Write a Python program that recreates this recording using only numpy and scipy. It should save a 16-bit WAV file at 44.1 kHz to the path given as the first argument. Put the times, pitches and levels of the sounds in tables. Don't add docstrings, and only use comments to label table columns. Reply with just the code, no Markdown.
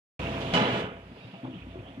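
import sys
import numpy as np
from scipy import signal
from scipy.io import wavfile

SR = 44100
rng = np.random.default_rng(int(sys.argv[2]) if len(sys.argv) > 2 else 0)


def transcribe(signal):
    frames = np.atleast_2d(signal).T
    limited = np.clip(frames, -1, 1)
    pcm = np.round(limited * 32767).astype(np.int16)
    wavfile.write(sys.argv[1], SR, pcm)


N = 88200
T = np.arange(N) / SR

# frequency in Hz, correlation (clipped to 0-1 in use).
LIKENESS = [(300, 1), (600, 1.35), (1000, 0.77), (2000, 0), (5000, 0.12), (12000, -0.5)]
# frequency in Hz, left minus right in dB.
BALANCE_DB = [(600, -0.5), (1400, -3.5), (2100, -3), (2900, -10.5), (3800, 1), (6500, 1.5), (13000, 16)]
# time in seconds, gain in dB.
BACKGROUND_GAIN_DB = [(.2, 0.5), (.5, 0.5), (.8, 2), (.9, -8.5), (1.0, -18), (1.2, -16), (1.45, -16.5),
                      (2.0, -15.5)]
DRONE_GAIN_DB = [(.2, 11), (.5, 5), (.9, -8), (1.08, -1), (1.19, -12), (1.26, -37), (1.54, -27),
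                 (1.62, 5.5), (1.78, 0), (2.0, -9)]
# pitch in Hz, rms level in dB before those gains.
DRONE_TONES = [(59.3, -52.5), (91.8, -53)]
HUM_TONES = [(126, -43.5), (178, -47.5), (266, -47), (501, -76), (531, -49.5), (969, -53)]
# time in seconds, rms level in dB.
WHINE_DB = [(.2, -45), (.45, -43), (.75, -44.5), (.91, -64), (.98, -52.5), (1.06, -69), (1.3, -67),
            (1.36, -52.5), (1.47, -53), (1.67, -71), (1.75, -51.5), (1.84, -65)]
CHATTER_DB = [(.2, -43), (.8, -40.5), (.95, -68.5), (1.25, -55.5), (1.6, -55.5), (1.78, -59), (2.0, -57.5)]
# frequency in Hz, relative density in dB.
ROAR_SPECTRUM = [(30, -15), (60, -56), (120, -2.5), (200, 2.5), (350, -3.5), (550, -3.5), (1000, -10.5),
                 (1500, -11.5), (2900, -18.5), (3800, -26), (6500, -34.5), (14000, -55)]
CHATTER_SPECTRUM = [(1200, -10), (2000, -4.5), (2700, 8), (3300, 0), (4200, -27.5), (7000, -38.5)]
HISS_SPECTRUM = [(100, 4), (4000, 11), (8000, 3), (14000, -5)]
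RUMBLE_SPECTRUM = [(120, -3.5), (180, -5), (300, 0), (450, -30)]
CLACK_SPECTRUM = [(300, -16), (600, -1), (950, -2.5), (1400, -10.5)]
CRACK_SPECTRUM = [(1500, 2), (3500, 6.5), (7500, -7.5), (11000, -47)]
CRASH_SPECTRUM = [(60, -6), (120, -5), (200, -5.5), (350, -3), (550, 3.5), (1000, -2), (1500, -2.5),
                  (2200, -7), (2900, -1.5), (3600, -16.5), (4500, -21.5), (6500, -84)]
# centre in seconds, level in dB, pitch in Hz, length in seconds.
CHIRPS = [(.27, -39.5, 2664, 0.043), (1.25, -58.5, 2670, 0.13), (1.355, -54.5, 2775, 0.04),
          (1.55, -55, 3070, 0.062), (1.625, -51, 2598, 0.016), (1.88, -55.5, 3064, .06)]
# start in seconds, level
# in dB, pitch in Hz, T60 in seconds.
KNOCKS = [(0.526, -20.5, 175, 0.18), (.545, -27, 257.3, .25), (.588, -34.5, 116, 0.18),
          (0.609, -22, 198, 0.13), (0.681, -26, 250.4, 0.195), (.718, -30, 119.6, 0.15),
          (0.755, -31, 228, 0.091), (0.836, -24.5, 124, 0.062), (0.914, -35.5, 470, 0.13),
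          (0.945, -36.5, 98, 0.045), (1.113, -38.5, 253, .13), (1.166, -41, 434, 0.11),
          (1.242, -37, 117, 0.22), (1.334, -36.5, 190, 0.15), (1.43, -33.5, 259, 0.53),
          (1.441, -37, 123.6, 0.21), (1.475, -38.5, 323.5, 0.25), (1.532, -30.5, 251, 0.089),
          (1.553, -34, 176, .2), (1.666, -36, 248, 0.17), (1.753, -35.5, 365.4, 0.19),
          (1.784, -33, 110.7, 0.14), (1.884, -40.5, 267.6, 0.25), (1.972, -34.5, 266, 0.38)]
CLANGS = [(.524, -24, 757, .14), (.529, -25, 654.4, 0.22), (.541, -28, 993, 0.47), (.538, -27, 2960, 0.07),
          (.562, -26, 860, 0.19), (.563, -24, 502.6, 0.25), (.628, -31, 902, 0.19), (.7, -27, 2900, 0.08),
          (.797, -33.5, 430.6, 0.29)]
# start in seconds, level in dB.
CLACKS = [(0.988, -53), (1.155, -53), (1.335, -46), (1.44, -38.5), (1.752, -47.5), (1.855, -48.5)]
CRACKS = [(0.404, -46), (0.537, -31.5)]
# start in seconds, relative level in dB.
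BLOWS = [(0.536, 2), (0.55, -4.5), (.562, -2.5), (0.573, 1), (.599, -3), (0.62, -7), (0.701, -18),
         (0.736, -20), (.78, -13), (0.852, -10.5)]
# pitch in Hz, relative level in dB, T60 in seconds.
STEEL_MODES = [(191, -6, .3), (421, -2, .4), (659, -8, .4), (987, -8, .45), (1276, -6, .6), (1446, -7, .4),
               (2970, -5, .25), (3606, -12, .4), (3965, -14, .5)]
# frequency in Hz, T60 in seconds.
YARD_T60_S = [(100, 0.18), (500, 0.68), (1500, 0.67), (3000, 0.63), (6000, 0.13)]

CHATTER_PAN_DB = -7


def from_db(db):
    return 10 ** (np.asarray(db) / 20)


def unit_rms(x):
    return x / np.sqrt(np.mean(x ** 2) + 1e-20)


def gain_curve(rows):
    return from_db(np.interp(T, *np.transpose(rows)))


def at_hz(rows, hz):
    freqs_hz, values = np.transpose(rows)
    return np.interp(np.log(hz), np.log(freqs_hz), values)


def drift(rate_hz):
    step, warmup = 40, 2000
    pole = np.exp(-2 * np.pi * step * rate_hz / SR)
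    white = rng.standard_normal(N // step + warmup + 2)
    slow = signal.lfilter([1], [1, -2 * pole, pole * pole], white)[warmup:]
    return np.interp(np.arange(N) / step, np.arange(len(slow)), unit_rms(slow))


def pan(db):
    return unit_rms(from_db(np.array([[db], [-db]]) / 2))


def site_pan(hz):
    return pan(at_hz(BALANCE_DB, hz))


def butter(x, hz, kind, order=4):
    return signal.sosfilt(signal.butter(order, hz, kind, fs=SR, output="sos"), x)


def bands(spectrum):
    edges_hz = 28 * 2 ** (np.arange(28) / 3)
    white = rng.standard_normal((2, 2, N))
    for k, (low, high) in enumerate(zip(edges_hz, edges_hz[1:])):
        hz = np.sqrt(low * high)
        if spectrum[0][0] / 2 < hz < spectrum[-1][0] * 2:
            mid, side = butter(white[k % 2], [low, high], "band", order=2)
            alike = np.clip(at_hz(LIKENESS, hz), 0, 1)
            stereo = np.sqrt(1 + alike) * mid + np.sqrt(1 - alike) * side * [[1], [-1]]
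            yield hz, from_db(at_hz(spectrum, hz)) * stereo


def decay(start_s, t60_s):
    return (T >= start_s) * from_db(-60 * np.maximum(T - start_s, 0) / t60_s)


def strike(start_s, attack_s, fall_db_per_s):
    rise = np.clip((T - start_s) / attack_s, 0, 1)
    return rise * from_db(-fall_db_per_s * np.maximum(T - start_s - attack_s, 0))


def swell(centre_s, length_s):
    return np.exp(-2 * ((T - centre_s) / length_s) ** 2)


def tones(rows, flutter_db=1, wander_hz=1.165):
    out = 0
    for hz, db in rows:
        gain = np.sqrt(2) * from_db(db + flutter_db * drift(17))
        cycles = rng.random() + np.cumsum(hz + wander_hz * drift(3.97)) / SR
        out = out + gain * np.sin(2 * np.pi * cycles)
    return out


def engine_and_traffic(roar_db=-35, flutter_db=1.17):
    roar = sum(band * site_pan(hz) * from_db(flutter_db * drift(5.5))
               for hz, band in bands(ROAR_SPECTRUM))
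    bed = from_db(roar_db) * unit_rms(roar) + tones(HUM_TONES)
    return gain_curve(BACKGROUND_GAIN_DB) * bed + gain_curve(DRONE_GAIN_DB) * tones(DRONE_TONES)


def whine(hz=669.7):
    return gain_curve(WHINE_DB) * tones([(hz, 0)])


def chatter(grain_db=2.5, hiss_db=-71):
    flicker = unit_rms(sum(band * from_db(grain_db * drift(33)) for _, band in bands(CHATTER_SPECTRUM)))
    hiss = unit_rms(sum(band for _, band in bands(HISS_SPECTRUM)))
    return gain_curve(CHATTER_DB) * flicker * pan(CHATTER_PAN_DB) + from_db(hiss_db) * hiss


def chirps(rise_hz_per_s=300, warble_hz=192.6, roughness=.48):
    out = 0
    for centre_s, db, hz, length_s in CHIRPS:
        pitch_hz = hz + rise_hz_per_s * (T - centre_s) + warble_hz * np.array([drift(154), drift(148.9)])
        voice = np.sin(2 * np.pi * np.cumsum(pitch_hz, axis=1) / SR) * (1 + roughness * drift(300))
        out = out + from_db(db) * unit_rms(voice) * swell(centre_s, length_s)
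    return out * pan(CHATTER_PAN_DB)


def whistle(hz=3770, waver_hz=35, db=-58):
    note = np.sin(2 * np.pi * np.cumsum(hz + waver_hz * drift(99)) / SR)
    return from_db(db) * note * swell(centre_s=1.24, length_s=.04) * pan(CHATTER_PAN_DB)


def rustle(band_hz=(3800, 5100), db=-67):
    noise = butter(rng.standard_normal((2, N)), band_hz, "band")
    return from_db(db) * unit_rms(noise) * swell(centre_s=1.24, length_s=.25)


def knocks(attack_s=.0052, rumble_db=-10.5, clack_t60_s=.19, top_hz=1190):
    rumble = unit_rms(sum(band for hz, band in bands(RUMBLE_SPECTRUM) if hz > 80))
    clack = unit_rms(sum(band for _, band in bands(CLACK_SPECTRUM)))
    out = clack * sum(from_db(db) * strike(start_s, attack_s, 60 / clack_t60_s) for start_s, db in CLACKS)
    for start_s, db, hz, t60_s in KNOCKS:
        boom = np.sin(2 * np.pi * hz * (T - start_s)) + from_db(rumble_db) * rumble
        rise = np.clip((T - start_s) / attack_s, 0, 1)
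        out = out + from_db(db) * boom * rise * decay(start_s, t60_s)
    return butter(out, top_hz, "low") * pan(db=1.5)


def cracks(grain_db=.5):
    noise = sum(band * site_pan(hz) for hz, band in bands(CRACK_SPECTRUM))
    grit = unit_rms(noise * from_db(grain_db * drift(200)))
    return grit * sum(from_db(db) * strike(start_s, attack_s=.0011, fall_db_per_s=185)
                      for start_s, db in CRACKS)


def clangs(attack_s=.0087, shimmer=.36):
    out = 0
    for start_s, db, hz, t60_s in CLANGS:
        phase = 2 * np.pi * hz * (T - start_s) + shimmer * drift(37)
        note = np.sin(phase) * (1 + shimmer * drift(47))
        out = out + from_db(db) * note * strike(start_s, attack_s, 60 / t60_s)
    return out * pan(db=1)


def contacts(pieces_per_s=1800, pour_db=-14.5, cluster_t60_s=.0047):
    pour = (rng.random(N) < pieces_per_s / SR) * rng.standard_normal(N)
    out = from_db(pour_db) * pour * strike(start_s=.508, attack_s=.036, fall_db_per_s=38)
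    for start_s, db in BLOWS:
        cluster = rng.standard_normal(N) ** 3 * decay(start_s, cluster_t60_s)
        out = out + from_db(db) * cluster / np.linalg.norm(cluster)
    return out


def steel_ring(hits):
    out = 0
    for hz, db, t60_s in STEEL_MODES:
        alike = np.clip(at_hz(LIKENESS, hz), 0, 1)
        drive = hits * (np.sqrt(alike) + np.sqrt(1 - alike) * rng.standard_normal((2, N)))
        pole, angle = from_db(-60 / (t60_s * SR)), 2 * np.pi * hz / SR
        mode = signal.lfilter([0, np.sin(angle)], [1, -2 * pole * np.cos(angle), pole ** 2], drive + 1e-18)
        out = out + from_db(db) * unit_rms(mode) * site_pan(hz)
    return unit_rms(out)


def crash(direct_db=15.5, direct_s=.0046, heap_db=-36, steel_db=-42, fade_s=.76, fade_db_per_s=47):
    hits, heap = contacts(), 0
    direct = from_db(direct_db) * np.exp(-T / direct_s)
    for hz, band in bands(CRASH_SPECTRUM):
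        response = band * (direct + decay(0, at_hz(YARD_T60_S, hz)))
        heard = signal.fftconvolve(hits[None], response[:, :N // 2], axes=1)[:, :N]
        heap = heap + band.std() * unit_rms(heard) * site_pan(hz)
    body = from_db(heap_db) * unit_rms(heap) + from_db(steel_db) * steel_ring(hits)
    return body * from_db(-fade_db_per_s * np.maximum(T - fade_s, 0))


def dulled(x, above_hz=3600, start_s=.81, fall_db_per_s=140, depth_db=18):
    lows = signal.sosfiltfilt(signal.butter(10, above_hz, fs=SR, output="sos"), x)
    cut_db = np.clip(fall_db_per_s * (T - start_s), 0, depth_db)
    return lows + (x - lows) * from_db(-cut_db)


def scene(left_lag_s=.00026):
    site = dulled(engine_and_traffic() + crash())
    distant = whine() + chatter() + chirps() + whistle() + rustle()
    left, right = site + distant + cracks() + clangs() + knocks()
    late_left = np.interp(T - np.round(left_lag_s * SR) / SR, T, left)
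    return np.array([late_left, right])


def record(dry):
    start_s, low_cut_hz, top_hz = .193, 45.3, 14000
    gated = butter(dry, low_cut_hz, "high") * (T >= start_s)
    return signal.sosfilt(signal.ellip(10, .1, 80, top_hz, fs=SR, output="sos"), gated)


dry = scene()
out = record(dry)
transcribe(out)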